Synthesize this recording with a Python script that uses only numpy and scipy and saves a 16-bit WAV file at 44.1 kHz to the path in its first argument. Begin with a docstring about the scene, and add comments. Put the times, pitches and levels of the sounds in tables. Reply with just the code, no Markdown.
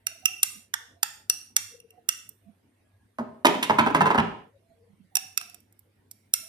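"""A hard-walled kitchen, close to a two-port microphone.
A steel spoon clinks on a small hand-held glass bowl, later on a fuller one; each contact rings
glass and steel. Midway a vessel is set down on the table, knocks and rocks to rest.
A mains hum, a soft hiss and faint narrow tones that come and go fill the quiet."""
import sys
import numpy as np
from scipy import signal
from scipy.fft import rfft, irfft, next_fast_len
from scipy.io import wavfile
from scipy.ndimage import uniform_filter1d, map_coordinates

SR = 44100
rng = np.random.default_rng(int(sys.argv[2]) if len(sys.argv) > 2 else 0)


def wav_out(sig):
    """Save sig, one row per channel (or a flat mono array), as 16-bit PCM at SR to the path in sys.argv[1]."""
    wavfile.write(sys.argv[1], SR, np.round(np.clip(np.atleast_2d(sig).T, -1, 1) * 32767).astype(np.int16))


N = 285768

# kitchen decay: freq_hz, t60_s
ROOM_DECAY = [(150, .5), (500, 0.65), (1500, .5), (4000, .55), (9000, 0.52), (14000, 0.48)]
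# reverb colour: freq_hz, gain_db
WALL_COLOUR = [(150, 10), (1000, 1.5), (4000, 2), (9000, -3), (14300, -5.5), (14600, -23.5)]
# left-right likeness of diffuse sound: freq_hz, coherence
COHERENCE = [(60, 1), (140, .98), (280, 0.64), (950, 0.11), (3770, 0.095), (15000, 0.069)]
# hiss spectrum: freq_hz, density_db
HISS_SPECTRUM = [(15, -48), (25, -21), (103, -0.5), (146, -9), (219, -2), (1310, -22), (1580, -20),
                 (1810, -17.5), (4750, -28.5), (7480, -32), (9020, -26), (13800, -32.5), (15000, -46.5)]
# faint tones: centre_s, pitch_hz, half_length_s, level_db
TONE_SWELLS = [(0.163, 650, 0.14, -69), (0.3, 746, 0.11, -65.5), (0.577, 214, 0.038, -57.5),
               (0.845, 473, 0.053, -66), (0.995, 682, .2, -71.5), (1.796, 472, 0.096, -60),
               (1.906, 460, 0.022, -59), (1.979, 720, 0.066, -64), (2.499, 206.7, 0.05, -61),
               (2.965, 1659, 0.14, -76.5), (4.485, 466, 0.034, -60), (4.558, 551, 0.037, -62.5),
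               (4.7, 668, 0.17, -72), (2.026, 465, 0.07, -65), (2.482, 678, .1, -76),
               (4.92, 199, 0.043, -62.5), (4.832, 465, 0.095, -63), (5.03, 192.4, 0.047, -61),
               (5.231, 760, .12, -61), (5.47, 710, 0.11, -67), (6.454, 655, 0.1, -65)]
# tone position by pitch: pitch_hz, left_over_right_db
TONE_PAN = [(200, -13), (465, 10.5), (550, 10.5), (660, -13.5), (760, -19.5), (1600, 3)]
# vessel on table: start_s, level_db, boom_over_knock_db, clatter_over_knock_db,
# clatter_tilt_db_per_octave, contact_s
VESSEL_KNOCKS = [(3.182, -23, 6.5, -39.5, -1, 0.04), (3.444, -7, 2.5, -7.5, 2.5, 0.045),
                 (3.539, -19.5, -3.5, -14, 0.5, 0.022), (3.622, -23, -3, 1, 4, 0.038),
                 (3.693, -9.5, 0, -12.5, -2, 0.03), (3.782, -5.5, -2, -13.5, -0.5, 0.035),
                 (3.859, -11.5, -2, -17.5, -2, 0.033), (3.898, -20.5, -2, -17.5, 1, 0.021),
                 (3.943, -8.5, -2.5, -16, 0.2, 0.04), (4.004, -6.5, -2.5, -17.5, -1.5, 0.03),
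                 (4.054, -8.5, -3.5, -19, -2, 0.039), (4.1, -11.5, -3, -18, -3, 0.035),
                 (4.143, -9.5, -4, -24.5, -2, 0.025), (4.175, -10.5, -4, -15, -4.5, 0.031),
                 (4.191, -14, -1.5, -14, -3.5, 0.02)]
# table resonances: centre_hz, width_hz, gain_db
TABLE_MODES = [(104.3, 48, -11.5), (154, 13, 0), (230, 81, 0.5), (320, 150, -4), (414.8, 35, 0.5),
               (635.4, 130, -6)]
# vessel resonances: centre_hz, width_hz, gain_db
VESSEL_MODES = [(826.7, 120, -8.5), (1010, 99, -5), (1277, 97, -11), (1600, 200, -15.5)]
# clatter spectrum: freq_hz, density_db
CLATTER_SPECTRUM = [(880, -11), (1500, -4), (2100, 2.5), (3060, -1), (4550, -13.5), (10900, -22),
                    (14600, -29), (16000, -82.5)]
# spoon on bowl: start_s, level_db, left_over_right_db, glass_over_spoon_db, lowest_glass_mode_db,
# lowest_spoon_band_db, tilt_db_per_octave
SPOON_CONTACTS = [(0.068, -13, -11.5, 2, -3.5, -5, -1.7), (0.256, -8, -11.5, 3, 4.5, -14, 0.5),
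                  (0.4305, -1, -3, 0.5, -3, -2.5, 0.74), (0.739, -10, -13, -13.5, -7, 2, -3.5),
                  (1.03, -3.5, -9.5, -12, -1.5, 3, -2), (1.298, -6.5, 0, 4.5, -7.5, -7.5, -0.1),
                  (1.5648, -2, -8.5, -3, -6, -1.2, 0), (1.801, -54.5, -7, 13, 9.5, 0.1, 4.5),
                  (1.9054, -49.5, -6, -0.1, 23, 4, 9), (2.0889, -5, -10.5, -1, -3.5, -18, -1),
                  (2.291, -39.5, -11, -4, 0.8, 0.3, 16.5), (5.154, -10, -13.5, 3, -3, 10, 1.8),
                  (5.1682, -10.5, -9.5, 1, -1.7, 11, -1), (5.3751, -13, -15, 3, -2.5, -25, -1),
                  (5.412, -26, -10, -12, 8, -10.5, -5), (5.4974, -45.5, -20, 0.5, 7, 5.5, 1),
                  (5.5442, -32.5, -14, -6, 0.1, -3, 2), (5.6034, -56, -11, -1, 0.1, 0.1, 12),
                  (5.7244, -52, -11, -9, 0.1, 0.1, 7.5), (5.7916, -53.5, -11.5, -10, 0.1, 0.1, 18),
                  (6.1122, -29, -10.5, -12, -6, -6.5, 5.5), (6.337, -3.5, -5.5, 0, -9.5, -20, 1.35)]
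# finger-damped glass modes: first_bowl_hz, fuller_bowl_hz, level_db, t60_s
BOWL_MODES = [(2740, 2650, -14, 0.03), (5740, 5630, -6, 0.014), (9600, 9530, -7, 0.011),
              (12600, 12500, -13, 0.008), (14200, 14200, -12, 0.006)]
# dense mode bands of the gripped, paste-laden spoon: low_hz, high_hz, level_db, t60_s
SPOON_BANDS = [(760, 920, -42, 0.04), (1197, 2400, -26.5, 0.016), (2780, 4000, -25.5, 0.0095),
               (4340, 5900, -20, 0.0092), (6610, 9100, -19.5, 0.014), (10000, 15000, -19, 0.011)]
# port imbalance: freq_hz, left_over_right_db
PORT_BALANCE = [(60, -.5), (400, .3), (800, -2), (2400, -2), (4400, 0), (8100, -7), (15000, -10)]
# microphone response: freq_hz, gain_db
MIC_RESPONSE = [(30, 0.5), (90, 5), (14300, 0.5), (15000, -14), (16000, -18.5), (16480, -37.5)]

HISS_DB, PATCHY_DB = -71.5, 3.5
HUM_HZ, HUM_DB = 98.7, -74.5
FLUTTER_DB, FLUTTER_PER_S = 6, 65
BOOM_DB, KNOCK_DB, CLATTER_DB = 4, 12, 9
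CLATTER_PIVOT_HZ, CLINK_PIVOT_HZ = 3000, 6000
FULLER_BOWL_FROM_S, GLASS_SCATTER_DB = 4.8, 1.5
BAND_LIMIT_HZ = 16489


def amp(db):
    return 10 ** (np.asarray(db) / 20)


def unit_rms(x):
    return x / np.sqrt(np.mean(x ** 2) + 1e-20)


def along(points, hz):
    """Interpolate (freq_hz, value) points on a log axis."""
    knots_hz, values = np.transpose(points)
    return np.interp(np.log(hz + 1), np.log(knots_hz + 1), values)


def wobble(knots_per_s):
    """Smooth random curve, N samples."""
    knots = rng.standard_normal(int(N * knots_per_s / SR) + 4)
    return map_coordinates(knots, [np.arange(N) * knots_per_s / SR])


def filtered(x, response):
    """Apply a complex frequency response."""
    n = x.shape[-1]
    size = next_fast_len(n + 8192)
    return irfft(rfft(x, size) * response(np.fft.rfftfreq(size, 1 / SR)), size)[..., :n]


def highpass(x, corner_hz, order):
    return filtered(x, lambda hz: (1j * hz / (corner_hz + 1j * hz)) ** order)


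def resonate(force, modes):
    """Drive parallel resonances of alternating sign."""
    return filtered(force, lambda hz: sum(
        (-1) ** k * amp(db) * 1j * hz * width_hz / (centre_hz ** 2 - hz ** 2 + 1j * hz * width_hz)
        for k, (centre_hz, width_hz, db) in enumerate(modes)))


def ring(hz, db, t60_s, t):
    """One decaying mode."""
    return amp(db - 60 * t / t60_s) * np.sin(2 * np.pi * hz * t) * (1 - np.exp(-t / 0.00035))


def add_in_kitchen(out, start_s, sound, pan_db, left_lag_s, room_db, tail_s):
    """Add the direct sound at both ports and a fresh diffuse tail off the walls."""
    hz, t, noise = signal.stft(rng.standard_normal((2, SR // 2)), SR, nperseg=256)
    coherence = np.clip(along(COHERENCE, hz), 0, 1)[:, None]
    noise[1] = coherence * noise[0] + np.sqrt(1 - coherence ** 2) * noise[1]
    fall_db = 60 * t / along(ROOM_DECAY, hz)[:, None] + 20 * (t / tail_s) ** 6
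    tail = signal.istft(noise * amp(along(WALL_COLOUR, hz)[:, None] - fall_db), SR, nperseg=256)[1]
    tail = np.pad(tail / np.linalg.norm(tail[0]), ((0, 0), (round(0.0027 * SR), 0)))  # first wall
    pair = amp(room_db) * signal.fftconvolve(sound[None], tail, axes=1)
    lag = round(left_lag_s * SR)
    pair[0, lag:lag + len(sound)] += amp(pan_db / 2) * sound
    pair[1, :len(sound)] += amp(-pan_db / 2) * sound
    out[:, round(start_s * SR):][:, :pair.shape[1]] += pair


def hiss():
    """Noise, patchy in time and frequency, near mono in the bass."""
    def mid_side_gain(hz):
        angle = np.arccos(np.clip(along(COHERENCE, hz), -1, 1)) / 2
        return amp(along(HISS_SPECTRUM, hz)) * [np.cos(angle), np.sin(angle)]

    spectra = signal.stft(rng.standard_normal((2, N + 512)), nperseg=512)[2]
    patches = uniform_filter1d(rng.standard_normal(spectra.shape[1:]), size=3, axis=0)
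    patches = uniform_filter1d(patches, size=10, axis=1)
    noise = signal.istft(spectra * amp(PATCHY_DB * unit_rms(patches)), nperseg=512)[1][:, :N]
    mid, side = filtered(noise, mid_side_gain)
    return amp(HISS_DB) * unit_rms(np.array([mid + side, mid - side]))


def mains_hum():
    """One low tone, unsteady in level and phase."""
    t = np.arange(N) / SR
    return amp(HUM_DB + 4 * wobble(18)) * np.sin(2 * np.pi * HUM_HZ * t + 1.1 * wobble(9))


def faint_tones():
    """Narrow, fluttering tones that swell and fade."""
    out, t = np.zeros((2, N)), np.arange(N) / SR
    waver_rad = .7 * wobble(90)
    flutter = amp(FLUTTER_DB * wobble(FLUTTER_PER_S))
    for centre_s, hz, half_s, db in TONE_SWELLS:
        span = slice(max(round((centre_s - half_s) * SR), 0), round((centre_s + half_s) * SR))
        envelope = np.exp(-(1.3 * (t[span] - centre_s) / half_s) ** 4 - .6) * flutter[span]
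        gains = amp(db + np.array([[.5], [-.5]]) * along(TONE_PAN, hz))
        out[:, span] += gains * envelope * np.sin(2 * np.pi * hz * t[span] + waver_rad[span])
    return out


def rocking_vessel():
    """Blow, rebound and chatter drive the table's boom and the vessel's knock; the base clatters."""
    out, t = np.zeros((2, N + SR)), np.arange(SR // 6) / SR
    grit_db = 4 * wobble(300)  # uneven scraping
    for start_s, db, boom_db, clatter_db, db_per_octave, contact_s in VESSEL_KNOCKS:
        chatter = rng.standard_normal((3, len(t))) * amp(-20 * (t / contact_s) ** 2)
        force = chatter[:2].copy()
        force[:, 0] += amp(25)  # blow
        force[:, round(rng.uniform(.008, .011) * SR)] += amp(21)  # rebound
        boom = amp(BOOM_DB + boom_db) * resonate(force[0], TABLE_MODES)
        knock = amp(KNOCK_DB) * resonate(force[1], VESSEL_MODES)
        scrape_db = grit_db[round(start_s * SR):][:len(t)] - 8 * t / contact_s
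        scrape = chatter[2] * (1 - np.exp(-t / 0.0033)) * amp(scrape_db)
        clatter = amp(CLATTER_DB + clatter_db) * filtered(scrape, lambda hz: amp(
            along(CLATTER_SPECTRUM, hz) + db_per_octave * np.log2((hz + 1) / CLATTER_PIVOT_HZ)))
        # the table radiates little deep bass
        sound = amp(db) * highpass(boom + knock + clatter, corner_hz=110, order=2)
        add_in_kitchen(out, start_s + 0.0035, sound, pan_db=-.6,
                       left_lag_s=.0002, room_db=-9, tail_s=0.35)
    return out[:, :N]


def glass_bowl(t, fuller, lowest_db, db_per_octave):
    """Finger-damped glass; each blow wakes each mode a little differently."""
    glass = 0
    for k, (first_hz, fuller_hz, db, t60_s) in enumerate(BOWL_MODES):
        detune, scatter = rng.standard_normal(2)
        hz = (fuller_hz if fuller else first_hz) * (1 + .003 * detune)
        db += lowest_db * (k == 0) + GLASS_SCATTER_DB * scatter
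        glass += ring(hz, db + db_per_octave * np.log2(first_hz / CLINK_PIVOT_HZ), t60_s, t)
    return glass


def steel_spoon(t, lowest_db, db_per_octave, modes_per_band=13):
    """Dense, damped steel modes, shifted by grip and paste at each contact."""
    steel = 0
    for k, (low_hz, high_hz, db, t60_s) in enumerate(SPOON_BANDS):
        offset, polarity = rng.uniform(0, 1, (modes_per_band, 2)).T
        hz = low_hz + (high_hz - low_hz) * (np.arange(modes_per_band) + offset)[:, None] / modes_per_band
        modes_db = db + lowest_db * (k == 0) + db_per_octave * np.log2(hz / CLINK_PIVOT_HZ)
        steel += np.sign(polarity - .5) @ ring(hz, modes_db, t60_s, t)
    return steel


def spoon_clinks():
    """Blow and chatter ring the spoon, the blow alone the bowl. Each clink has its own brightness."""
    out, t = np.zeros((2, N + SR)), np.arange(SR // 12) / SR
    lead_in_s = .004  # faint rise before each clink
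    blow = round(lead_in_s * SR)
    since_blow_s = t[:SR // 100] - lead_in_s
    lead_in_db = -32 + 4000 * since_blow_s
    chatter_db = -23.5 - 60 * since_blow_s / 0.029
    envelope = amp(np.where(since_blow_s < 0, lead_in_db, chatter_db))
    for start_s, db, pan_db, glass_db, low_glass_db, low_steel_db, db_per_octave in SPOON_CONTACTS:
        glass = glass_bowl(t, start_s > FULLER_BOWL_FROM_S, low_glass_db, db_per_octave)
        steel = steel_spoon(t, low_steel_db, db_per_octave)
        drive = rng.standard_normal(len(envelope)) * envelope
        drive[blow] = 1
        clink = np.convolve(steel, drive)
        clink[blow:blow + len(t)] += amp(glass_db + 3) * glass
        sound = amp(db) * highpass(clink, corner_hz=400, order=4)  # too small to radiate bass
        pan_db -= along(PORT_BALANCE, 9600)  # the ports add their own imbalance
        add_in_kitchen(out, start_s + 0.00049 - lead_in_s, sound, pan_db,
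                       left_lag_s=0.00023, room_db=-13, tail_s=0.27)
    return out[:, :N]


def scene():
    return spoon_clinks() + rocking_vessel() + hiss() + mains_hum() + faint_tones()


def record(dry):
    """Left port duller than right; peaks saturate; treble rolls off toward the band limit."""
    ports = filtered(dry, lambda hz: amp(
        np.outer([.5, -.5], along(PORT_BALANCE, hz)) + along(MIC_RESPONSE, hz)))
    saturated = ports / (1 + np.abs(ports / .95) ** 6) ** (1 / 6)
    return filtered(saturated, lambda hz: hz < BAND_LIMIT_HZ)


dry = scene()
out = record(dry)
wav_out(out)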